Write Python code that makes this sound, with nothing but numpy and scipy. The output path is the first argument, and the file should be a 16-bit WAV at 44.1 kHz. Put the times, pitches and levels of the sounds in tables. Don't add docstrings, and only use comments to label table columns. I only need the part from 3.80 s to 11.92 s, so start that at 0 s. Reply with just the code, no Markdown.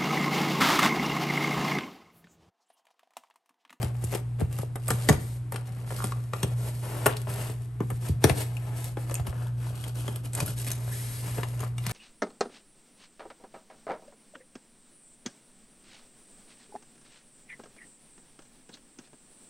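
import sys
import numpy as np
from scipy import signal
from scipy.fft import rfft, irfft
from scipy.io import wavfile

SR = 44100
rng = np.random.default_rng(int(sys.argv[2]) if len(sys.argv) > 2 else 0)


def master(y):
    cut = np.clip(np.atleast_2d(y).T, -1, 1)
    pcm = np.round(cut * 32767)
    wavfile.write(sys.argv[1], SR, pcm.astype(np.int16))


N = 358091
SIZE = 8192
T = np.arange(SIZE) / SR
HZ = np.fft.rfftfreq(SIZE, 1 / SR) + 1
STROKE_ATTACK_S, STROKE_RELEASE_S = 0.03, 0.028


def gain_of(db):
    return 10 ** (np.asarray(db) / 20)


def evened(x):
    return x / np.sqrt(np.mean(abs(x) ** 2) + 1e-20)


def read(points, hz):
    f, value = np.transpose(points)
    return np.interp(np.log(hz + 1), np.log(f + 1), value)


def add(mix, s, sound):
    part = mix[max(round(s * SR), 0):][:len(sound)]
    part += sound[:len(part)]


def colour(x, db):
    cepstrum = irfft(np.log(evened(gain_of(db)) + 1e-5))
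    cepstrum[1:SIZE // 2] *= 2
    cepstrum[SIZE // 2 + 1:] = 0
    impulse = irfft(np.exp(rfft(cepstrum)))
    return signal.fftconvolve(x, impulse)[:len(x)]


def hump(hz, octaves):
    distance = np.log2(HZ / hz) / max(octaves, .05)
    return np.exp(-.5 * distance ** 2)


def wander(per_s):
    t = np.arange(N) / SR
    return evened(np.interp(t * per_s, np.arange(4096), rng.standard_normal(4096)))


def resonate(x, hz, width):
    turn = np.exp(2j * np.pi * np.cumsum(hz) / SR)
    r = np.exp(-np.pi * width / SR)
    return 2 * (turn * signal.lfilter([1 - r], [1, -r], x / turn)).real


def stroke(start, length, swell_db=0):
    t = np.maximum(np.arange(N) / SR - start + STROKE_ATTACK_S / 2, 0)
    live = (t > 0) & (t < length + 8 * STROKE_RELEASE_S)
    t, out = t[live], np.zeros(N)
    attack = np.minimum(t / STROKE_ATTACK_S, 1)
    hold = gain_of(swell_db * (np.minimum(t / length, 1) - .5))
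    release = np.exp(-np.maximum(t - length, 0) / STROKE_RELEASE_S)
    out[live] = attack * hold * release
    return out


def burst(decay_s, rise_s, after_db, after_s, uneven_db=1.5):
    main = np.exp(-T / max(decay_s, .0003))
    stragglers = gain_of(after_db) * np.exp(-T / after_s)
    shape = (1 - np.exp(-T / rise_s)) * (main + stragglers)
    clumps = np.repeat(rng.standard_normal(SIZE // 16), 16)
    flurry = rng.standard_normal(SIZE) * gain_of(uneven_db * clumps) * shape
    return flurry * np.linalg.norm(shape) / np.linalg.norm(flurry)


def patches(count=28):
    spots = np.linspace(np.log(500), np.log(12000), count)
    return evened(np.interp(np.log(HZ), spots, rng.standard_normal(count), 0, 0))


# t/s, crack level/dB, panel level/dB, panel f/Hz, brightness/dB per octave
SNAPS = [(0.0277, -21, -30, 735, 0), (0.2404, -23.5, -54, 452, 5.5), (0.3255, -28, -31.5, 557, 2),
         (0.3485, -21.5, -41, 484, 0), (0.612, -36, -30, 750, -2), (0.7866, -28, -34.5, 530, 5),
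         (0.9566, -24.5, -30, 448, 4), (1.0834, -17, -28.5, 520, 19), (1.1045, -11.5, -18, 486, 0.5),
         (1.288, -6, -13.5, 1860, -3), (1.2948, -12, -16.5, 1150, -1), (1.3249, -19, -25.5, 1070, 2),
         (1.7214, -23, -32, 880, 4), (1.7593, -21.5, -43, 805, -3.5), (2.1049, -30, -34, 471, -6),
         (2.2409, -18, -29.5, 430, 3), (2.32, -26.5, -43, 1160, -5.5), (2.5341, -23, -30, 1100, -5.5),
         (2.6306, -15, -27.5, 450, -0.5), (3.259, -11, -15, 1890, 0.5), (3.2635, -8, -15, 800, 4.5),
         (3.4705, -36, -32.5, 600, -6), (4.004, -37.5, -28.5, 494, -0.5), (4.1021, -28, -31, 513, 3),
         (4.4407, -4.5, -13.5, 444, -0.5), (4.496, -11, -24.5, 1100, -5.5), (5.0421, -25, -48, 624, 3),
         (5.1701, -36.5, -33, 810, -3.5), (5.2964, -31, -35, 840, -1), (5.3127, -27, -32, 540, -8),
         (5.3965, -31, -37, 760, -9), (5.4682, -25.5, -40, 1110, -3), (5.5268, -41, -38.5, 1110, -10),
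         (6.039, -25.5, -43, 2400, -3.5), (6.2789, -26, -31, 945, 0), (6.3588, -25, -42, 501, 2.5),
         (6.6025, -15.5, -32.5, 960, -1), (6.661, -22.5, -47, 536, 5.5), (6.6791, -25, -40, 600, 1),
         (6.8668, -24.5, -38, 645, 1), (6.9155, -20, -38.5, 620, 6), (7.5832, -26, -27, 430, -14),
         (7.6319, -21.5, -34, 748, -6), (7.8042, -24, -39, 455, 0), (7.8317, -52.5, -30.5, 1240, 8),
         (7.9816, -24.5, -64, 1720, -4), (8.065, -17.5, -36.5, 1400, -1.5), (8.094, -23.5, -36, 1380, -4.5),
         (8.111, -25, -36, 1300, -3)]
# f/Hz, relative level/dB per Hz
CRACK_COLOUR = [(300, -16), (1200, -6.5), (2500, 0.5), (4000, -2.5), (6000, -3.5), (8500, 1.5), (11500, 5),
                (12800, -9.5), (14000, -24), (16000, -24)]
# f/Hz, relative level/dB per Hz
LINER_COLOUR = [(80, -19), (220, -3), (500, -2.5), (1150, -7), (1900, -14), (3000, -22.5), (6000, -53.5)]


def snaps(crack_db=-6, panel_db=3.0, ring_db=6, ring_octaves=0.091, lead_in_db=-20, lead_in_s=0.0033,
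          patchy_db=2):
    out = np.zeros(N)
    for s, db, body_db, hz, bright_db in SNAPS:
        tilt = bright_db * np.log2(np.maximum(HZ, 400) / 5000)
        tone = read(CRACK_COLOUR, HZ) + tilt + patchy_db * patches()
        flurry = burst(decay_s=0.0028, rise_s=0.00031, after_db=-26.5, after_s=0.012)
        flexing = burst(decay_s=0.0025, rise_s=0.0011, after_db=-14.5, after_s=0.017)
        panel = colour(flexing, read(LINER_COLOUR, HZ) + ring_db * hump(hz, ring_octaves))
        panel *= np.linalg.norm(flurry) / np.linalg.norm(panel)
        crack = gain_of(db + crack_db) * colour(flurry, tone)
        add(out, s, crack + gain_of(body_db + panel_db) * panel)
        lead_in = colour(rng.standard_normal(SIZE) * np.exp(-T / lead_in_s), tone)
        lead_in = lead_in[:round(min(s, .03) * SR)][::-1]
        add(out, s - len(lead_in) / SR, gain_of(db + crack_db + lead_in_db) * lead_in)
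    return out


# t/s, level/dB before trim and colour, f/Hz, decay/s
TICKS = [(0.247, -22, 8300, .0015), (.337, -31, 6100, 0.0013), (1.0811, -10.5, 8250, 0.0012),
         (1.115, -17.5, 8000, .002), (3.367, -20, 4530, 0.0025), (4.768, -27.5, 2720, 0.0023),
         (5.311, -24, 6500, .0012), (5.342, -10, 9000, 0.0012), (5.3532, -10.5, 6700, 0.00052),
         (5.354, -23, 2510, 0.0017), (5.67, -32.5, 3270, 0.0015), (6.533, -22.5, 8300, 0.0033),
         (6.55, -16, 8260, 0.0036), (6.606, -19, 5500, .001), (6.788, -23, 8360, .0015),
         (6.817, -21, 8200, .0012), (6.875, -24, 2440, .0015), (6.916, -15, 6800, 0.0018)]


def ticks(level_db=-7, ring_db=13, ring_octaves=0.25):
    out = np.zeros(N)
    for s, db, hz, decay_s in TICKS:
        flurry = burst(decay_s, rise_s=0.00032, after_db=-43, after_s=.006)
        tone = read(CRACK_COLOUR, HZ) + ring_db * hump(hz, ring_octaves)
        add(out, s, gain_of(db + level_db) * colour(flurry, tone))
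    return out


# t/s, peak level/dB, f/Hz, decay/s
TAPS = [(1.089, -28, 1190, 0.0027), (2.231, -34, 1160, .002), (2.243, -28, 1140, .002),
        (2.3221, -25.5, 1140, 0.0027), (2.535, -25.5, 1180, 0.004), (2.537, -30, 780, 0.0021),
        (4.005, -35, 1000, 0.0019), (5.1705, -43, 820, 0.0033), (5.398, -30, 720, 0.003),
        (5.666, -40.5, 900, 0.0023), (5.868, -38, 950, .002), (5.905, -37, 600, .002),
        (6.28, -36, 3170, 0.0029), (6.283, -35, 874, .003), (6.578, -33, 900, .0015),
        (6.59, -28, 800, 0.0013), (6.605, -29, 1060, 0.0017), (6.678, -35, 1440, 0.004),
        (7.078, -35, 700, .0015), (7.584, -45, 810, 0.0026)]


def taps(level_db=0, rise_s=0.00058, sag=0.011):
    out = np.zeros(N)
    for s, db, hz, decay_s in TAPS:
        fade = np.exp(-T / decay_s)
        phase = 2 * np.pi * np.cumsum(hz * (1 + sag * fade)) / SR
        ring = (1 - np.exp(-T / rise_s)) * fade * np.sin(phase)
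        add(out, s, gain_of(db + level_db) * ring / abs(ring).max())
    return out


# t/s, peak level/dB before trim, f/Hz, spread/octaves
KNOCKS = [(0.031, -27, 150, 1.1), (0.237, -31.5, 150, 1.54), (0.349, -25, 354, 0.59),
          (0.616, -22, 121, 1.08), (0.789, -30, 163, 0.85), (0.831, -26, 527, 0.67),
          (1.104, -27, 332, 0.27), (1.137, -32.5, 130, 0.93), (1.289, -8.5, 366, 0.43),
          (1.298, -9.5, 207, 0.83), (1.324, -26.5, 100, 1.2), (2.121, -28.5, 520, 0.94),
          (2.243, -26, 262, 0.61), (2.63, -23, 171, 0.83), (2.643, -23, 450, 0.77),
          (3.264, -9.5, 794, 1.47), (3.696, -29.5, 423, 1), (4.004, -16, 260, 0.59),
          (4.115, -31.5, 190, 1.3), (4.292, -21, 125, 1), (4.441, -8, 249, 0.91), (4.499, -23, 140, 1.7),
          (5.171, -25, 387, 0.87), (5.396, -31, 110, 0.62), (5.476, -31.5, 88.4, 1.25),
          (6.285, -25.5, 294, 0.67), (6.62, -25, 134.4, 0.28), (6.626, -25.5, 382, 0.4),
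          (7.581, -27, 260, 1.3), (7.637, -35, 850, .5), (8.066, -30.5, 194, 0.31)]


def knocks(lag_cycles=1.491, level_db=-2):
    out = np.zeros(N)
    lag = np.exp(-2j * np.pi * lag_cycles * np.log(HZ / 300))
    low_cut = HZ ** 2 / (HZ ** 2 + 55 ** 2)
    for s, db, hz, octaves in KNOCKS:
        spectrum = hump(hz, octaves) / np.sqrt(HZ) * low_cut
        wave = irfft(spectrum * lag)[:SIZE // 2]
        add(out, s, gain_of(db + level_db) * wave / abs(wave).max())
    return out


def friction(rough, per_s, spread_db, grain_db, judder_db):
    sizes = gain_of(spread_db * np.minimum(rng.exponential(1, N), 5))
    catches = sizes * rng.choice([-1, 1], N) * (rng.random(N) < per_s / SR)
    slips = rng.standard_normal(N) + rough * gain_of(grain_db) * evened(catches)
    return evened(slips * gain_of(rough * judder_db * wander(150)))


# t/s, length/s, surface hiss level/dB, panel rumble level/dB, swell start to end/dB, roughness
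STROKES = [(-0.003, 0.12, -49, -40.5, -14, 0.48), (0.147, 0.061, -57, -51.5, -5, 0.77),
           (0.215, 0.13, -47.5, -48, -7, 0.6), (0.304, 0.063, -44, -43, 0.5, 1.2),
           (0.596, 0.023, -45.5, -38, 2, 0.56), (0.704, 0.12, -49, -48.5, 9.5, 0.8),
           (0.973, 0.12, -55.5, -60, 23, 1.1), (1.09, 0.057, -38, -44, 1, 0.16),
           (1.134, 0.23, -42, -42, 4, 0.52), (1.392, 0.19, -46, -53, -8, 0.16),
           (1.729, 0.085, -48.5, -41, -11.5, 0.8), (1.856, 0.26, -57.5, -52, -2, 0.9),
           (2.069, 0.19, -42, -45, 7.5, 0.58), (2.27, 0.29, -55, -54, -16, 0.53),
           (2.528, 0.22, -49, -43, -4.5, 0.43), (2.763, 0.14, -43.5, -43, 10, 0.08),
           (2.92, 0.11, -46.5, -48.5, -4, 0.3), (3.023, 0.3, -41, -37.5, 1.5, 0.13),
           (3.35, 0.14, -51.5, -56, -12, 0.7), (3.484, .25, -40, -39.5, -5.5, 0.44),
           (3.772, 0.097, -54.5, -58, -6, 0.57), (4.012, 0.17, -53.5, -66, 8, 0.4),
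           (4.209, 0.09, -43, -44.5, 7, 0.46), (4.415, 0.099, -39.5, -36, 11.5, 0.23),
           (4.554, 0.071, -33, -38.5, 6.5, 0.43), (4.65, 0.35, -51.5, -46.5, 6, 0.3),
           (4.966, 0.14, -42.5, -46, 1, 0.48), (5.172, 0.09, -47.5, -45.5, -3, 0.13),
           (5.268, 0.14, -49, -46, -2, 0.55), (5.457, 0.037, -46, -42.5, -1, 0.9),
           (5.541, 0.16, -53.5, -48.5, -4, 0.53), (5.772, 0.14, -49.5, -50.5, 5, 0.37),
           (5.932, 0.17, -51, -47.5, 4.5, 0.84), (6.153, 0.082, -42, -44.5, -2.5, 0.42),
           (6.24, 0.15, -47.5, -45.5, -4, 0.4), (6.445, 0.027, -43, -45, -2, 0.7),
           (6.532, 0.11, -40, -40.5, 6.5, 0.47), (6.659, 0.053, -34.5, -43, -1, 0.43),
           (6.764, 0.061, -38.5, -53, 8, 0.57), (6.846, 0.1, -41, -53, -1, 1.16),
           (6.959, 0.15, -45, -47, 6.5, 0.3), (7.109, 0.32, -37.5, -56, -2.5, 0),
           (7.427, 0.18, -40, -43, -0.5, 0.35), (7.59, 0.24, -49, -48.5, -2, 0.46),
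           (7.783, 0.11, -51, -47.5, -12, 1.2), (7.968, 0.092, -50.5, -56, 10, 0.16),
           (8.047, 0.089, -44, -48, 12, 0.2)]
HOLD_HISS_DB, HOLD_RUMBLE_DB = -66.5, -57.5


def contact():
    hiss = np.full(N, gain_of(HOLD_HISS_DB) ** 2)
    rumble = np.full(N, gain_of(HOLD_RUMBLE_DB) ** 2)
    rough = np.zeros(N)
    for start, length, hiss_db, rumble_db, swell_db, roughness in STROKES:
        power = stroke(start, length, swell_db) ** 2
        hiss += power * gain_of(hiss_db) ** 2
        rumble += power * gain_of(rumble_db) ** 2
        rough += power * (gain_of(hiss_db) ** 2 * roughness)
    return np.sqrt(hiss), np.sqrt(rumble), np.clip(rough / hiss, 0, 1)


def crinkles(drive, per_s=45, spread_db=1.0, level_db=-10, low_hz=800, high_hz=4500, decay_s=0.0022,
             ring_db=12, ring_octaves=0.043, count=8):
    out = np.zeros(N)
    for hz in np.geomspace(low_hz, high_hz, count):
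        sizes = gain_of(spread_db * np.minimum(rng.exponential(1, N), 3))
        pops = sizes * (rng.random(N) < per_s / count / SR)
        tone = read(CRACK_COLOUR, HZ) + ring_db * hump(hz, ring_octaves)
        pop = colour(rng.standard_normal(SIZE) * np.exp(-T / decay_s), tone)
        out += signal.oaconvolve(pops, evened(pop))[:N]
    return gain_of(level_db) * drive * evened(out)


# f/Hz, relative level/dB per Hz
HISS_COLOUR = [(300, 5.5), (1200, -5.5), (2200, -1), (4000, -2), (6500, -2.5), (8500, 4.5), (10000, 3.5),
               (11400, 7.5), (12600, -5.5), (13800, -28), (16000, -22)]
# f/Hz, relative level/dB per Hz
PANEL_COLOUR = [(80, -11.5), (200, 7), (400, 5.5), (800, 4), (1200, -3), (1700, -5.5), (2600, -9),
                (5000, -23), (12000, -97)]


def rubbing(hiss_db=-4.0, rumble_db=-4.5, pressure_db=-2.0):
    hiss, rumble, rough = contact()
    slips = friction(rough, per_s=330, spread_db=4.5, grain_db=-0.5, judder_db=4.0)
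    drags = friction(rough, per_s=200, spread_db=4.0, grain_db=-3.0, judder_db=4.0)
    surface = gain_of(hiss_db) * hiss * colour(slips, read(HISS_COLOUR, HZ))
    panels = gain_of(rumble_db) * rumble * colour(drags, read(PANEL_COLOUR, HZ))
    pressure = gain_of(pressure_db * rough * wander(25))
    return (surface + panels) * pressure + crinkles(rough * np.hypot(hiss, rumble))


# f/Hz, level/dB
FLAP_COLOUR = [(300, 1.5), (900, -1), (1550, 3), (2000, -7.5), (2600, 0.5), (3050, 3), (3800, -0.5),
               (4600, 0), (6000, 1), (9000, -1)]
FLAP_HELD_S, FLAP_HELD_FOR_S = 5.45, 1.3


def flap(x):
    held = stroke(FLAP_HELD_S, FLAP_HELD_FOR_S)
    tone = read(FLAP_COLOUR, HZ)
    level = np.sqrt(np.mean(gain_of(tone) ** 2))
    return x * (1 - held) + colour(x * held, tone) * level


# t/s, length/s, level/dB, first f/Hz, last f/Hz (both before a slight waver)
SCRAPES = [(5.55, 0.16, -59, 1470, 1470), (7.073, 0.15, -57, 1490, 2060), (7.25, 0.18, -60, 3880, 5000),
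           (7.44, 0.11, -60, 2720, 3100)]


def scrapes(width_share=0.23, waver=0.019):
    slips = friction(0.53, per_s=240, spread_db=1.0, grain_db=-2, judder_db=6.5)
    sway, out = np.exp(waver * wander(26)), np.zeros(N)
    for start, length, db, first_hz, last_hz in SCRAPES:
        shape = stroke(start, length)
        live = shape > 0
        t = np.flatnonzero(live) / SR
        pitch = np.interp(t, [start, start + length], [first_hz, last_hz]) * sway[live]
        width = width_share * first_hz
        rung = resonate(resonate(slips[live], pitch, width), pitch, width)
        out[live] += gain_of(db) * shape[live] * evened(rung)
    return out


# t/s, length/s, level/dB, f/Hz, width/Hz, mean slips per s
CREAKS = [(2.186, 0.044, -39.5, 1190, 420, 75)]


def creaks(waver=0.023, uneven=0.28, size_db=3, hiss_db=-11):
    pace, size = np.exp(uneven * wander(90)), gain_of(size_db * wander(120))
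    sway, out = np.exp(waver * wander(30)), np.zeros(N)
    for start, length, db, hz, width_hz, per_s in CREAKS:
        shape = stroke(start, length)
        live = shape > 0
        steps = np.floor(np.cumsum(per_s * pace[live]) / SR)
        jerks = np.diff(steps, prepend=0) * size[live]
        slips = evened(jerks) + gain_of(hiss_db) * rng.standard_normal(len(jerks))
        pitch = hz * sway[live]
        rung = resonate(resonate(slips, pitch, width_hz), pitch, width_hz)
        out[live] += gain_of(db) * shape[live] * evened(rung)
    return out


# t/s, length/s, level/dB, swell start to end/dB, middle f/Hz
CRUMPLES = [(0.32, 0.098, -52, -8, 750), (1.301, 0.087, -45, -18, 1000), (3.05, 0.21, -51, 2, 800),
            (3.275, 0.073, -38.5, -13, 1540), (3.47, .23, -50, -7, 800), (4.455, .03, -38.5, -3, 750),
            (4.86, 0.13, -54, 0, 750), (5.376, 0.013, -49, 0, 1640), (5.816, .08, -55, -7, 1450),
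            (6.564, 0.055, -44.5, -2, 1000), (6.872, .055, -46.5, 0, 2400), (7.575, .015, -41, 3, 900),
            (7.79, .07, -52, -4, 1400), (8.03, 0.096, -48.5, 8, 2200)]


def crumples(per_s=330, size_db=1.5, octaves=0.64):
    out, t = np.zeros(N), T[:SIZE // 16]
    for start, length, db, swell_db, middle_hz in CRUMPLES:
        shape = stroke(start, length, swell_db)
        live = shape > 0
        run = np.zeros(live.sum())
        for k, (late, size, pitch) in enumerate(rng.uniform(-1, 1, (SIZE // 32, 3))):
            turns = t * middle_hz * 2 ** (2 * octaves * pitch)
            pop = np.sin(2 * np.pi * turns) * np.exp(-turns)
            gain = gain_of(2 * size_db * size) * np.cos(pitch)
            add(run, (k + late) / per_s, gain * evened(pop))
        out[live] += gain_of(db) * shape[live] * evened(run)
    return out


# f/Hz, level/dB, t60/s
BOX_MODES = [(86.5, 11.5, 0.061), (139, 2.5, 0.35), (377, -18.5, 0.053), (422, -15.5, 0.03),
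             (587, -17, 0.099), (1193, -15, 0.14), (1790, -22, 0.053)]
DIP_HZ, DIP_Q, DIP_DEPTH = 248.6, 4.7, 0.57


def box(x, ring_db=0):
    ring = np.zeros(SIZE)
    for hz, db, t60 in BOX_MODES:
        fade = np.exp(-np.log(1000) * T / t60)
        ring += gain_of(db + ring_db) * 2 * fade / fade.sum() * np.cos(2 * np.pi * hz * T)
    rung = x + signal.fftconvolve(x, ring)[:N]
    return rung - DIP_DEPTH * signal.lfilter(*signal.iirpeak(DIP_HZ, DIP_Q, SR), rung)


def spread(x, apart_db=-8.5, across_s=0.00075, count=24):
    place, apart = np.linspace(0, count - 1, N), np.zeros(N)
    band = signal.butter(2, [230, 7000], "band", fs=SR)
    for k in range(count):
        paths = rng.standard_normal(SIZE // 16) * np.exp(-T[:SIZE // 16] / across_s)
        share = np.cos(np.pi / 2 * np.clip(place - k, -1, 1))
        apart += signal.oaconvolve(x * share, paths / np.linalg.norm(paths))[:N]
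    apart = gain_of(apart_db) * signal.lfilter(*band, apart)
    return np.array([apart, -apart])


def far_faces(level_db=-15, low_hz=500):
    high_pass = signal.butter(2, low_hz, "high", fs=SR)
    rub = gain_of(level_db) * signal.lfilter(*high_pass, rubbing())
    return np.array([rub, -rub])


# f/Hz, t60/s
ROOM_DECAY = [(100, 0.37), (260, 0.51), (700, 0.37), (1840, 0.38), (4850, 0.33), (12000, 0.17)]
# f/Hz, likeness 0-1
LIKENESS = [(100, 1), (250, 0.9), (600, 0), (4000, 0), (8000, 0.76), (12000, 1)]


def echoes(wet_db=-12, early_db=-11, early_s=0.006):
    hz, t, z = signal.stft(rng.standard_normal((2, SR // 2)), SR, nperseg=256)
    same = np.clip(read(LIKENESS, hz), 0, 1)[:, None]
    z[1] = same * z[0] + np.sqrt(1 - same ** 2) * z[1]
    room_fade = np.exp(-np.log(1000) * t / read(ROOM_DECAY, hz)[:, None])
    early_fade = (hz[:, None] > 300) * np.exp(-t / early_s)
    tail = signal.istft(z * room_fade, SR, nperseg=256)[1]
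    early = signal.istft(z * early_fade, SR, nperseg=256)[1]
    echo = gain_of(wet_db) * tail / np.linalg.norm(tail[0])
    echo += gain_of(early_db) * early / np.linalg.norm(early[0])
    return np.pad(echo, ((0, 0), (SR // 500, 0)))


def office(x, count=9):
    place, out = np.linspace(0, count - 1, N), x
    for k in range(count):
        share = np.cos(np.pi / 2 * np.clip(place - k, -1, 1))
        out = out + signal.oaconvolve((x * share)[None], echoes(), axes=1)[:, :N]
    return out


# f/Hz, relative level/dB per Hz
AIR_COLOUR = [(20, -3), (40, -15), (58, 10), (80, 8.5), (115, 17.5), (150, 8.5), (200, 0), (300, -0.5),
              (500, -18.5), (1000, -15.5), (2500, -23.5), (6500, -33), (8500, -24.5), (11200, -22),
              (13500, -63)]


def air(level_db=-46.0, apart_db=-8):
    shared, apart = (colour(rng.standard_normal(N), read(AIR_COLOUR, HZ)) for _ in range(2))
    apart = signal.lfilter(*signal.butter(1, [140, 6000], "band", fs=SR), apart)
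    return gain_of(level_db) * (shared + gain_of(apart_db) * np.array([apart, -apart]))


HUM_HARMONICS = [-50, -32.5, -65]
MAINS_HZ = 59.98


def hum(waver_db=1.5):
    t, tones = np.arange(N) / SR, np.zeros(N)
    for k, db in enumerate(HUM_HARMONICS, 1):
        turns = k * MAINS_HZ * t + rng.random()
        tones += np.sqrt(2) * gain_of(db) * np.sin(2 * np.pi * turns)
    return gain_of(waver_db * wander(8)) * tones


# f/Hz, lead of left/radians
PORT_PHASE = [(0, 0), (2000, .1), (2600, .8), (6500, .3), (7800, .8), (8900, -.3), (9800, -2.5),
              (10450, -3.45), (11300, -5.4), (12600, -6.9), (14500, -12.5)]
# f/Hz, left minus right level/dB
PORT_BALANCE = [(100, 0), (140, 0), (280, 3.5), (600, 4), (1500, 3), (5000, 4), (7300, 3.5), (8200, .2),
                (16000, 0)]


def ports(x):
    hz, side = np.fft.rfftfreq(N, 1 / SR), np.array([[.5], [-.5]])
    balance = gain_of(side * read(PORT_BALANCE, hz))
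    lead = np.exp(1j * side * read(PORT_PHASE, hz))
    return irfft(rfft(x) * balance * lead, N)


def scene():
    tape = snaps() + ticks()
    board = taps() + knocks() + scrapes() + creaks() + crumples()
    handling = box(tape + board + flap(rubbing()))
    return ports(office(handling) + spread(handling) + far_faces() + air()) + hum()


EDGE_HZ = 16000


def record(dry):
    rounded = dry / (1 + (dry / .9) ** 4) ** .25
    low_pass = signal.firwin(511, EDGE_HZ, window=("kaiser", 9), fs=SR)
    return signal.oaconvolve(rounded, low_pass[None], "same")


dry = scene()
out = record(dry)
master(out)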